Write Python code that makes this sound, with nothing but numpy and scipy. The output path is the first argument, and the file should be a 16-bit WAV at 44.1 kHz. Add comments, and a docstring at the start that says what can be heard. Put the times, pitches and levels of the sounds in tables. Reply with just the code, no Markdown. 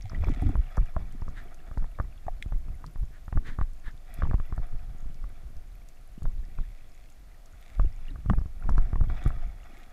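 """First comes a deep rumble of water with gulps and dull knocks, heard inside a camera housing on a
speargun as a free diver pulls himself along a rock. Water buffets the housing, and the gun knocks in
its mount, each knock a click with a dip in pressure. Trapped air gulps and fizzes as it vibrates.
Glove and wetsuit rub and crunch on the rock, and shrimp snap on the reef over a faint hiss."""
import sys
import numpy as np
from scipy import signal
from scipy.fft import rfft, irfft
from scipy.io import wavfile
from scipy.ndimage import uniform_filter1d, minimum_filter1d

SR = 44100
rng = np.random.default_rng(int(sys.argv[2]) if len(sys.argv) > 2 else 0)


def digitize_waveform(pressure):
    """Quantize a signal to 16-bit integers and store it at the path in sys.argv[1].

    Rows of a 2-D input are taken as channels; values are limited to [-1, 1].
    """
    field = np.atleast_2d(pressure).T
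    bounded = np.clip(field, -1, 1)
    quanta = np.round(bounded * 32767).astype(np.int16)
    wavfile.write(sys.argv[1], SR, quanta)


N = 437472
TIME = np.arange(N) / SR
SLOW_TIME = np.arange(0, N, 40) / SR   # coarser steps, enough for movements

# Each TONE table gives the balance from low to high pitch.
# the surge, slow swings of water pressure: pitch_hz, level_db
SURGE_TONE = [(8.2, -33), (14, 10.5), (35, -0.5), (47, -8.5), (65, -16.5), (140, -29), (180, -35),
              (310, -120)]
# eddies, small swirls of water: pitch_hz, level_db
EDDY_TONE = [(45, -11), (75, -4), (130, -1), (190, -12), (280, -17.5), (450, -26.5)]
# the current flowing past the housing: time_s, level_db
CURRENT = [(0.0, -37), (0.44, -47), (1.08, -33), (1.6, -38.5), (2.2, -41.5), (2.7, -32), (2.9, -45.5),
           (3.2, -41.5), (3.6, -34.5), (4.03, -41.5), (4.36, -32.5), (5.1, -35), (5.95, -44), (6.55, -37),
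           (7.15, -46), (7.7, -45.5), (8.55, -35), (8.9, -29.5), (9.35, -33), (9.6, -42), (9.92, -44)]
# shoves of water as the diver moves: peak_s, half_length_s, surge_db, eddy_db
SHOVES = [(0.19, 0.053, -23.5, -40), (0.292, 0.033, -18.5, -33), (0.462, 0.1, -24, -41.5),
          (0.593, 0.021, -15.5, -34.5), (0.812, .03, -15.5, -40.5), (0.986, 0.063, -29, -42),
          (1.257, 0.051, -31, -42), (1.818, 0.036, -20, -50), (2.039, 0.045, -30.5, -43),
          (2.305, 0.053, -29, -69), (2.553, 0.042, -21.5, -47.5), (2.86, .03, -41, -42.5),
          (3.014, 0.038, -22, -40), (3.369, 0.016, -16.5, -35), (3.513, 0.026, -27, -38),
          (3.63, 0.016, -17, -46), (3.875, 0.017, -27, -40), (4.26, 0.061, -20.5, -33),
          (4.406, 0.044, -24, -42), (4.623, 0.022, -22.5, -40.5), (4.74, 0.027, -21, -46),
          (5.06, 0.056, -28.5, -47.5), (5.229, 0.047, -29.5, -57), (5.46, 0.02, -37, -61),
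          (5.581, 0.026, -31.5, -55), (6.267, 0.029, -19, -41), (6.379, 0.073, -28.5, -59),
          (6.602, 0.021, -21.5, -45), (7.83, 0.048, -16.5, -54), (8.06, 0.12, -31.5, -50.5),
          (8.297, 0.031, -21.5, -32), (8.376, 0.013, -15, -31), (8.711, 0.069, -19.5, -34.5),
          (8.778, 0.069, -14.5, -40), (9.011, 0.027, -13, -32.5), (9.113, 0.045, -23.5, -38),
          (9.272, 0.017, -22.5, -31.5), (9.421, 0.07, -25, -46)]
# the gun knocking in its mount: start_s, click_db, pitch_hz, dip_db (before dip_boost_db)
KNOCKS = [(0.117, -38, 970, -39), (0.237, -30.5, 860, -38), (0.284, -30, 910, -28), (0.423, -52, 1406, -25),
          (0.492, -47.5, 1400, -32), (0.554, -29, 1080, -27.5), (0.771, -26.5, 930, -51),
          (0.779, -26.5, 1310, -24), (0.964, -25.5, 1340, -27.5), (1.22, -37.5, 930, -35),
          (1.28, -36, 1180, -37.5), (1.713, -39, 1070, -40), (1.774, -32.5, 885, -30),
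          (1.824, -41.5, 918, -37.5), (1.842, -38.5, 939, -45), (1.987, -31, 1150, -48),
          (1.999, -23, 1200, -27.5), (2.266, -39.5, 1230, -38.5), (2.282, -31, 874, -52),
          (2.461, -55, 1160, -32.5), (2.522, -36, 970, -34.5), (2.683, -47.5, 1310, -39),
          (2.841, -33.5, 1270, -50), (2.958, -41.5, 939, -40), (3.28, -38.5, 1190, -39),
          (3.326, -31, 910, -32), (3.373, -30, 1220, -25.5), (3.587, -28, 1270, -29),
          (3.612, -25.5, 1210, -28.5), (4.221, -24.5, 1120, -33), (4.234, -34, 1340, -26),
          (4.253, -33.5, 888, -44), (4.271, -38, 930, -38), (4.311, -30.5, 980, -28),
          (4.333, -32, 1100, -53), (4.342, -33, 860, -21.5), (4.399, -35, 1300, -35),
          (4.524, -33.5, 1190, -31.5), (4.579, -32, 900, -33), (5.24, -41.5, 1220, -45),
          (6.221, -46, 930, -37), (6.254, -34, 960, -39), (6.586, -37, 1320, -37.5),
          (7.796, -23, 1150, -23.5), (8.158, -41.5, 1500, -41), (8.26, -48, 1230, -30.5),
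          (8.298, -17, 1060, -22), (8.334, -28, 890, -28.5), (8.384, -38, 990, -33),
          (8.414, -44.5, 996, -33), (8.458, -45.5, 1300, -35.5), (8.691, -26, 960, -26.5),
          (8.78, -24.5, 1430, -23), (8.931, -34, 1150, -27), (8.957, -29.5, 905, -30.5),
          (9.01, -31.5, 1280, -23), (9.039, -38.5, 1420, -37), (9.099, -33.5, 1400, -34),
          (9.261, -33.5, 1220, -20), (9.304, -33.5, 1160, -35)]
# the notes the mount rings with: pitch_hz, relative_db, ring_s (time to fade by 60 dB)
MOUNT_NOTES = [(480, -10.5, 0.021), (694, -2.5, 0.0067), (1030, 1, 0.0091), (1230, -6, 0.012),
               (1745, -7, 0.006), (2010, -15.5, 0.0033)]
# pockets of trapped air: start_s, peak_db, pitch_hz, ring_cycles (to fade by 60 dB)
GULPS = [(0.041, -31, 99.2, 13), (0.055, -45.5, 750, 37), (0.133, -29, 151, 0.5), (0.147, -37, 1950, 75),
         (0.204, -20.5, 76, 8), (0.236, -32, 730, 6), (0.244, -37, 2340, 39), (0.27, -32, 354, 6),
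         (0.275, -50, 3430, 45), (0.298, -23.5, 257, 7.5), (0.37, -36, 262, 13), (0.424, -34, 744, 19),
         (0.431, -28, 280, 20), (0.454, -16, 73, 7.5), (0.462, -28, 267, 23), (0.477, -21.5, 100, 6.5),
         (0.478, -28, 247, 13), (0.491, -34.5, 730, 14), (0.497, -25.5, 268, 12), (0.966, -29.5, 637, 17),
         (1.148, -38.5, 235, 7), (2.178, -54.5, 3400, 50), (2.282, -22, 728, 14), (2.864, -43, 155, 16),
         (6.178, -34.5, 181, 3), (7.846, -34.5, 300.4, 4.5), (8.083, -44.5, 2820, 74),
         (8.105, -52, 3800, 63), (8.108, -46, 274, 40), (8.287, -21, 110, 3), (8.307, -17, 189, 9.5),
         (8.624, -42.5, 1380, 27), (8.692, -29.5, 990, 12), (9.265, -24, 123, 6.5)]
# water squeezed out of the suit: middle_s, half_length_s, level_db
SQUELCHES = [(0.232, 0.049, -50), (0.545, .05, -46.5), (1.45, 0.23, -60), (3.468, 0.072, -50.5),
             (1.75, 0.12, -61.5), (2.8, .25, -67), (4.4, 0.069, -67), (5.2, 0.29, -70), (6.35, 0.19, -66),
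             (8.873, 0.056, -52.5), (9.25, 0.12, -58.5), (9.748, 0.25, -63.5)]
# strokes of wetsuit and glove: peak_s, rise_s, fade_s, dull_db, bright_db
STROKES = [(0.15, 0.044, 0.05, -53, -62.5), (0.28, 0.069, .55, -52.5, -58.5), (1.7, 0.94, 0.71, -63, -74.5),
           (2.81, 0.073, 0.055, -61.5, -76), (4.2, .12, 0.2, -57, -60), (4.7, 0.57, 0.77, -62.5, -73),
           (6.7, 0.37, 0.26, -73, -72), (7.791, 0.32, 0.4, -64, -71.5), (8.07, 0.11, .11, -68, -65),
           (8.74, 0.16, 0.33, -57, -67.5), (9.22, 0.15, 0.28, -51.5, -58.5), (9.75, 0.16, 0.6, -58, -65)]
# the lower notes of the housing: pitch_hz, width_hz, relative_db
HOUSING_LOW = [(707, 98, 6), (1237, 210, -2)]
# the higher notes of the housing: pitch_hz, width_hz, relative_db
HOUSING_HIGH = [(1974, 58, 12.5), (2280, 235, 8.5), (3373, 120, 4), (4920, 260, -7)]
# short brushes over the weedy rock: middle_s, half_length_s, level_db
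BRUSHES = [(1.386, 0.029, -49), (3.156, 0.031, -60.5), (3.48, 0.027, -45), (3.535, 0.026, -57.5),
           (3.618, 0.019, -58), (3.875, 0.028, -50.5), (7.724, .06, -70), (8.093, 0.032, -65)]
# brushed weed: pitch_hz, level_db
BRUSH_TONE = [(900, -13.5), (1350, -4.5), (1750, 2), (2600, -16.5), (3600, -15), (5500, -28.5), (7200, -28),
              (12000, -39)]
# the glove crunching on gritty rock: middle_s, half_length_s, level_db
CRUNCHES = [(0.037, .07, -62.5), (0.327, 0.22, -63), (6.647, 0.2, -71.5), (7.05, .12, -71),
            (7.7, 0.17, -66), (9.199, 0.071, -64.5), (9.787, 0.076, -65.5)]
# crunched grit: pitch_hz, level_db
GRIT_TONE = [(1500, -11), (2150, 5.5), (2900, -8), (3500, -2), (5000, -16), (7000, -11), (10000, -21)]
# hard ticks of the gun's fittings: start_s, peak_db, pitch_hz
TICKS = [(0.022, -41, 5560), (0.096, -39.5, 5200), (0.097, -42.5, 1270), (0.221, -44, 2100),
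         (0.244, -45, 5400), (2.4245, -27, 2100), (2.4251, -31.5, 3380), (2.864, -52, 4900),
         (4.223, -50, 2700), (7.796, -49, 2500), (8.298, -38.5, 2930), (8.783, -48, 2500)]
# shrimp close by: start_s, peak_db, pitch_hz
SNAPS = [(0.293, -45.5, 5550), (0.419, -47, 9500), (0.4885, -48, 9000), (0.769, -44.5, 6000),
         (0.857, -50, 6900), (1.1233, -49, 6540), (1.286, -50, 5490), (1.544, -47, 6740),
         (1.7795, -50, 4730), (2.4249, -39, 6740), (2.8635, -43.5, 4850), (3.7334, -52, 6750),
         (4.14, -37.5, 10600), (4.562, -51, 8980), (5.143, -51.5, 4770), (5.5664, -51, 5090),
         (5.887, -45.5, 6960), (6.231, -48, 7000), (7.1001, -51, 6650), (7.459, -47.5, 6640),
         (8.298, -48, 5900), (8.696, -44, 5130), (8.773, -51, 4500), (8.7802, -47.5, 4560),
         (9.239, -46, 6570), (9.2773, -43, 9590)]
# the hiss of the electronics: pitch_hz, level_db
HISS_TONE = [(200, 0.5), (330, -3), (480, -5.5), (720, -1), (900, -11), (1200, -8), (1600, -10),
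             (2300, -11.5), (3050, -15.5), (6800, -19), (8500, -20.5), (11500, -20.5), (13800, -24),
             (15500, -28)]
# the whine of the electronics: pitch_hz, width_hz, level_db
WHINE = [(4376, 14, -89), (13067, 16, -88), (13126, 30, -91)]


def water(surge, eddy, eddies_per_s=80, flutter_db=2.5):
    """Slow pressure swings push on the housing, with lumpy eddies riding on them."""
    swings = coloured(rng.standard_normal(N), SURGE_TONE)
    power = uniform_filter1d(np.abs(signal.hilbert(swings)) ** 2 / 2, size=1100)
    even_swings = swings / np.sqrt(power + 0.0045)   # evened out, so the flow sets their size
    lumps = grains(eddies_per_s, spread_db=2) * from_db(flutter_db * drift(25))
    return cut(even_swings * surge, 158, "low") + coloured(lumps, EDDY_TONE) * eddy


def flow(eddy_offset_db=-20.5, surge_wake_db=-11.5, eddy_wake_db=-15, wake_fade_s=0.082):
    """Strength of the surge and the eddies: a current, plus shoves that each leave a fading wake."""
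    current_db = np.interp(SLOW_TIME, *np.transpose(CURRENT))
    power = from_db([current_db, current_db + eddy_offset_db]) ** 2
    for peak_s, half_s, surge_db, eddy_db in SHOVES:
        wake = from_db([[surge_wake_db], [eddy_wake_db]]) * swell(peak_s, half_s, wake_fade_s)
        shove = np.maximum(hump(peak_s, half_s), wake)
        power += (from_db([[surge_db], [eddy_db]]) * shove) ** 2
    return [per_sample(strength) for strength in np.sqrt(power)]


def knocks(ring_db=-3, ring_s=0.007, dip_s=0.0025, dip_boost_db=13, rebound_hz=24):
    """Each knock clacks on the mount, bounces twice and pushes the housing wall, which swings back."""
    clicks, dips, t = np.zeros(N), np.zeros(N), np.arange(SR // 8) / SR
    dip = -peak_one(t * np.exp(-(t / dip_s) ** 1.27 / 2))
    for start_s, click_db, hz, dip_db in KNOCKS:
        body = mount_ring(t, change_db=2 * rng.standard_normal(len(MOUNT_NOTES)))
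        clack = cut(body - from_db(ring_db) * ring(t, hz, ring_s), 2800, "low", order=4)
        clack = peak_one(clack) * from_db(click_db)
        add(clicks, start_s, clack)
        add(clicks, start_s + rng.uniform(0.001476, 0.00379), clack * from_db(-9))
        add(clicks, start_s + rng.uniform(0.00626, 0.016), clack * from_db(-20))
        add(dips, start_s, dip * from_db(dip_db + dip_boost_db))
    return clicks + cut(dips, rebound_hz, "high")


def mount_ring(t, change_db):
    """The struck mount rings with all its notes; change_db makes each one louder or softer."""
    return sum((-1) ** k * from_db(db + change_db[k]) * ring(t, hz, ring_s)
               for k, (hz, db, ring_s) in enumerate(MOUNT_NOTES))


def gulps(glide=0.23, swell_cycles=0.75):
    """Air pockets pulse briefly, rising a little in pitch."""
    out, t = np.zeros(N), np.arange(SR // 6) / SR
    for start_s, peak_db, hz, cycles in GULPS:
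        pulse = ring(t, hz * (1 + glide * t), cycles / hz) * fade_in(t, swell_cycles / hz)
        add(out, start_s, peak_one(pulse) * from_db(peak_db))
    return out


def gurgle(dull, per_pocket_per_s=45, cycles=9):
    """Water squeezed from the suit burbles through small pockets of air."""
    pockets, t = np.zeros(N), np.arange(SR // 12) / SR
    squeeze = np.hypot(humps(SQUELCHES), dull * from_db(-11))   # rubbing squeezes a little too
    for hz in np.geomspace(225, 420, num=6):
        blip = ring(t, hz, cycles / hz) * fade_in(t, 1 / hz) * (220 / hz) ** 1.2
        pockets += signal.oaconvolve(grains(per_pocket_per_s, spread_db=5.5), blip)[:N]
    return rms_one(pockets) * squeeze


def fizz(bright, base_per_s=42, base_db=-57, cycles=34):
    """Harder rubbing frees more and louder bubbles; the smaller ones ping higher and fainter."""
    out, t = np.zeros(N), np.arange(SR // 30) / SR
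    effort = bright / from_db(-65.5)   # an effort of 1 gives the base rate and level
    births = np.flatnonzero(rng.random(N) < base_per_s * effort / SR)
    for i, (size, force) in zip(births, rng.standard_normal((len(births), 2))):
        hz = 2400 * np.exp(-0.22 * size)
        ping = ring(t, hz * (1 + 2 * t), cycles / hz) * fade_in(t, 2 / hz)
        gain = from_db(base_db + 2 * force + size) * effort[i] ** 0.2
        add(out, i / SR, peak_one(ping) * gain)
    return out


def sliding(dull, bright, slips_per_s=1000, flutter_db=3):
    """The rubber suit sticks and slips in tiny jerks that make the housing ring."""
    slips = grains(slips_per_s, spread_db=1.5) * from_db(flutter_db * drift(50))
    low, high = [sum(from_db(db) * resonance(slips, hz, width_hz) for hz, width_hz, db in notes)
                 for notes in (HOUSING_LOW, HOUSING_HIGH)]
    low = cut(cut(low, 2150, "low", order=4), 440, "high", order=4)
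    high = cut(cut(high, 5700, "low"), 1710, "high")
    return rms_one(low) * dull + rms_one(high) * bright


def rubbing(resting_db=-82):
    """Strength of the dull and the bright rub: each stroke builds up, then fades as the arm slows."""
    power = from_db(resting_db) ** 2   # the suit is never quite still
    for peak_s, rise_s, fade_s, dull_db, bright_db in STROKES:
        power = power + (from_db([[dull_db], [bright_db]]) * swell(peak_s, rise_s, fade_s)) ** 2
    return [per_sample(strength) for strength in np.sqrt(power)]


def brushes():
    """The glove sweeps over weed in short swelling hisses."""
    return humps(BRUSHES) * coloured(grains(per_s=4000, spread_db=1), BRUSH_TONE)


def grit():
    """Grains of rock give way under the glove, each with a crisp tick."""
    return humps(CRUNCHES) * coloured(grains(per_s=220, spread_db=4.5), GRIT_TONE)


def ticks(ring_s=0.0099, tail_s=0.041, tail_db=-24, rise_s=0.00025):
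    """A fitting on the gun rings for an instant with three close notes."""
    out, t = np.zeros(N), np.arange(SR // 30) / SR
    for start_s, peak_db, hz in TICKS:
        notes = sum(weight * ring(t, hz * ratio, ring_s)
                    for ratio, weight in ((0.84, -0.33), (1, 0.51), (1.15, -0.44)))
        tick = (notes + from_db(tail_db) * ring(t, hz, tail_s)) * fade_in(t, rise_s)
        add(out, start_s, peak_one(tick) * from_db(peak_db))
    return out


def rattle(eddy, per_s=35, under_eddies_db=-23):
    """Eddies jostle the gun, so it chatters faintly in its mount."""
    body = mount_ring(np.arange(SR // 30) / SR, change_db=np.zeros(len(MOUNT_NOTES)))
    chatter = signal.oaconvolve(grains(per_s, spread_db=0), body)[:N]
    return rms_one(cut(chatter, 2500, "low", order=4)) * eddy * from_db(under_eddies_db)


def snaps(fade_s=0.0092, tail_s=0.1, tail_db=-20, rise_s=0.00048):
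    """Nearby shrimp snap: each is a bright burst that dies in milliseconds, with a faint tail."""
    out, t = np.zeros(N), np.arange(SR // 30) / SR
    shape = fade_in(t, rise_s) * (from_db(-60 * t / fade_s) + from_db(tail_db - 60 * t / tail_s))
    for start_s, peak_db, hz in SNAPS:
        burst = resonance(rng.standard_normal(len(t)) * shape, hz, width_hz=0.49 * hz)
        add(out, start_s, peak_one(burst) * from_db(peak_db))
    return out


def reef(level_db=-79):
    """Distant shrimp make a thin crackle."""
    crackle = sum(resonance(grains(per_s=18, spread_db=4.5), hz, width_hz=350)
                  for hz in (3550, 5130, 6800, 6730, 10860, 13200))
    return rms_one(crackle) * from_db(level_db)


def electronics(hiss_db=-64):
    """The camera's electronics hiss, with a few thin, unsteady whines."""
    whine = np.zeros(N)
    for hz, width_hz, db in WHINE:
        band = resonance(rng.standard_normal(N), hz, width_hz)
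        whine += from_db(db) * rms_one(resonance(band, hz, width_hz))
    return whine + from_db(hiss_db) * coloured(rng.standard_normal(N), HISS_TONE)


def from_db(db):
    """Turn decibels into a number to multiply by."""
    return 10 ** (np.asarray(db) / 20)


def rms_one(x):
    """Scale to an average (rms) level of 1."""
    return x / np.sqrt(np.mean(x ** 2) + 1e-20)


def peak_one(x):
    """Scale to a peak of 1."""
    return x / (np.abs(x).max() + 1e-20)


def add(out, start_s, sound):
    """Mix a short sound into out."""
    i = int(np.clip(start_s * SR, 0, N - 1))
    out[i:i + len(sound)] += sound[:N - i]


def cut(x, hz, keep, order=2):
    """Keep the "low" or the "high" side of hz; a higher order cuts more steeply."""
    return signal.sosfilt(signal.butter(order, hz, keep, fs=SR, output="sos"), x)


def coloured(x, tone):
    """Shape a sound with a TONE table, fading beyond its ends; the average level is 1."""
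    hz, db = np.transpose(tone)
    all_hz = np.maximum(np.arange(N // 2 + 1) * SR / N, 1)
    ends = np.minimum(all_hz / hz[0], 1) ** 4 * np.minimum(hz[-1] / all_hz, 1) ** 4
    gain = from_db(np.interp(np.log(all_hz), np.log(hz), db))
    return rms_one(irfft(rfft(x) * ends * gain, N))


def resonance(x, hz, width_hz):
    """Let through a band of pitches around hz."""
    r = np.exp(-np.pi * width_hz / SR)
    feedback = [1, -2 * r * np.cos(2 * np.pi * hz / SR), r * r]
    return signal.lfilter(np.array([1, 0, -1]) * (1 - r * r) / 2, feedback, x + 1e-18)


def ring(t, hz, ring_s):
    """A struck note that fades by 60 dB in ring_s."""
    return np.sin(2 * np.pi * hz * t) * from_db(-60 * t / ring_s)


def fade_in(t, rise_s):
    """A soft start, from 0 toward 1."""
    return 1 - np.exp(-t / rise_s)


def grains(per_s, spread_db):
    """Clicks at random times; more spread makes their sizes more uneven."""
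    sizes = from_db(spread_db * np.minimum(rng.exponential(1, N), 4)) * rng.choice([-1, 1], N)
    return sizes * (rng.random(N) < per_s / SR)


def drift(turns_per_s):
    """A value that wanders at random around 0."""
    points = rng.standard_normal(4000)
    return np.interp(TIME * turns_per_s, np.arange(len(points)), points)


def hump(middle_s, half_s):
    """A smooth rise to 1 and back."""
    return np.exp(-np.minimum(((SLOW_TIME - middle_s) / half_s) ** 2, 50))


def humps(table):
    """A loudness curve with one hump for each row."""
    return per_sample(sum(from_db(db) * hump(middle_s, half_s) for middle_s, half_s, db in table))


def swell(peak_s, rise_s, fade_s):
    """A smooth rise to 1, then a fading tail."""
    tail = np.exp(-np.abs(SLOW_TIME - peak_s) / fade_s)
    return np.where(SLOW_TIME < peak_s, hump(peak_s, rise_s), tail)


def per_sample(curve):
    """Fill in a slow curve for every sample."""
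    return np.interp(TIME, SLOW_TIME, curve)


def scene():
    """Water, gun, air and shrimp reach one microphone through the housing wall."""
    surge, eddy = flow()
    dull, bright = rubbing()
    handling = knocks() + rattle(eddy) + ticks() + sliding(dull, bright) + brushes() + grit()
    air = gulps() + gurgle(dull) + fizz(bright)
    return (water(surge, eddy) + air + handling + snaps() + reef() + electronics())[None]


def record(dry, ceiling_db=-10, top_hz=15500):
    """A limiter turns the biggest swings down, and the highest treble is cut steeply."""
    allowed = np.minimum(1, from_db(ceiling_db) / (np.abs(dry) + 1e-9))
    gain = uniform_filter1d(minimum_filter1d(allowed, size=700), size=700)
    return signal.sosfilt(signal.ellip(10, 0.1, 80, top_hz, fs=SR, output="sos"), dry * gain)


dry = scene()
out = record(dry)
digitize_waveform(out)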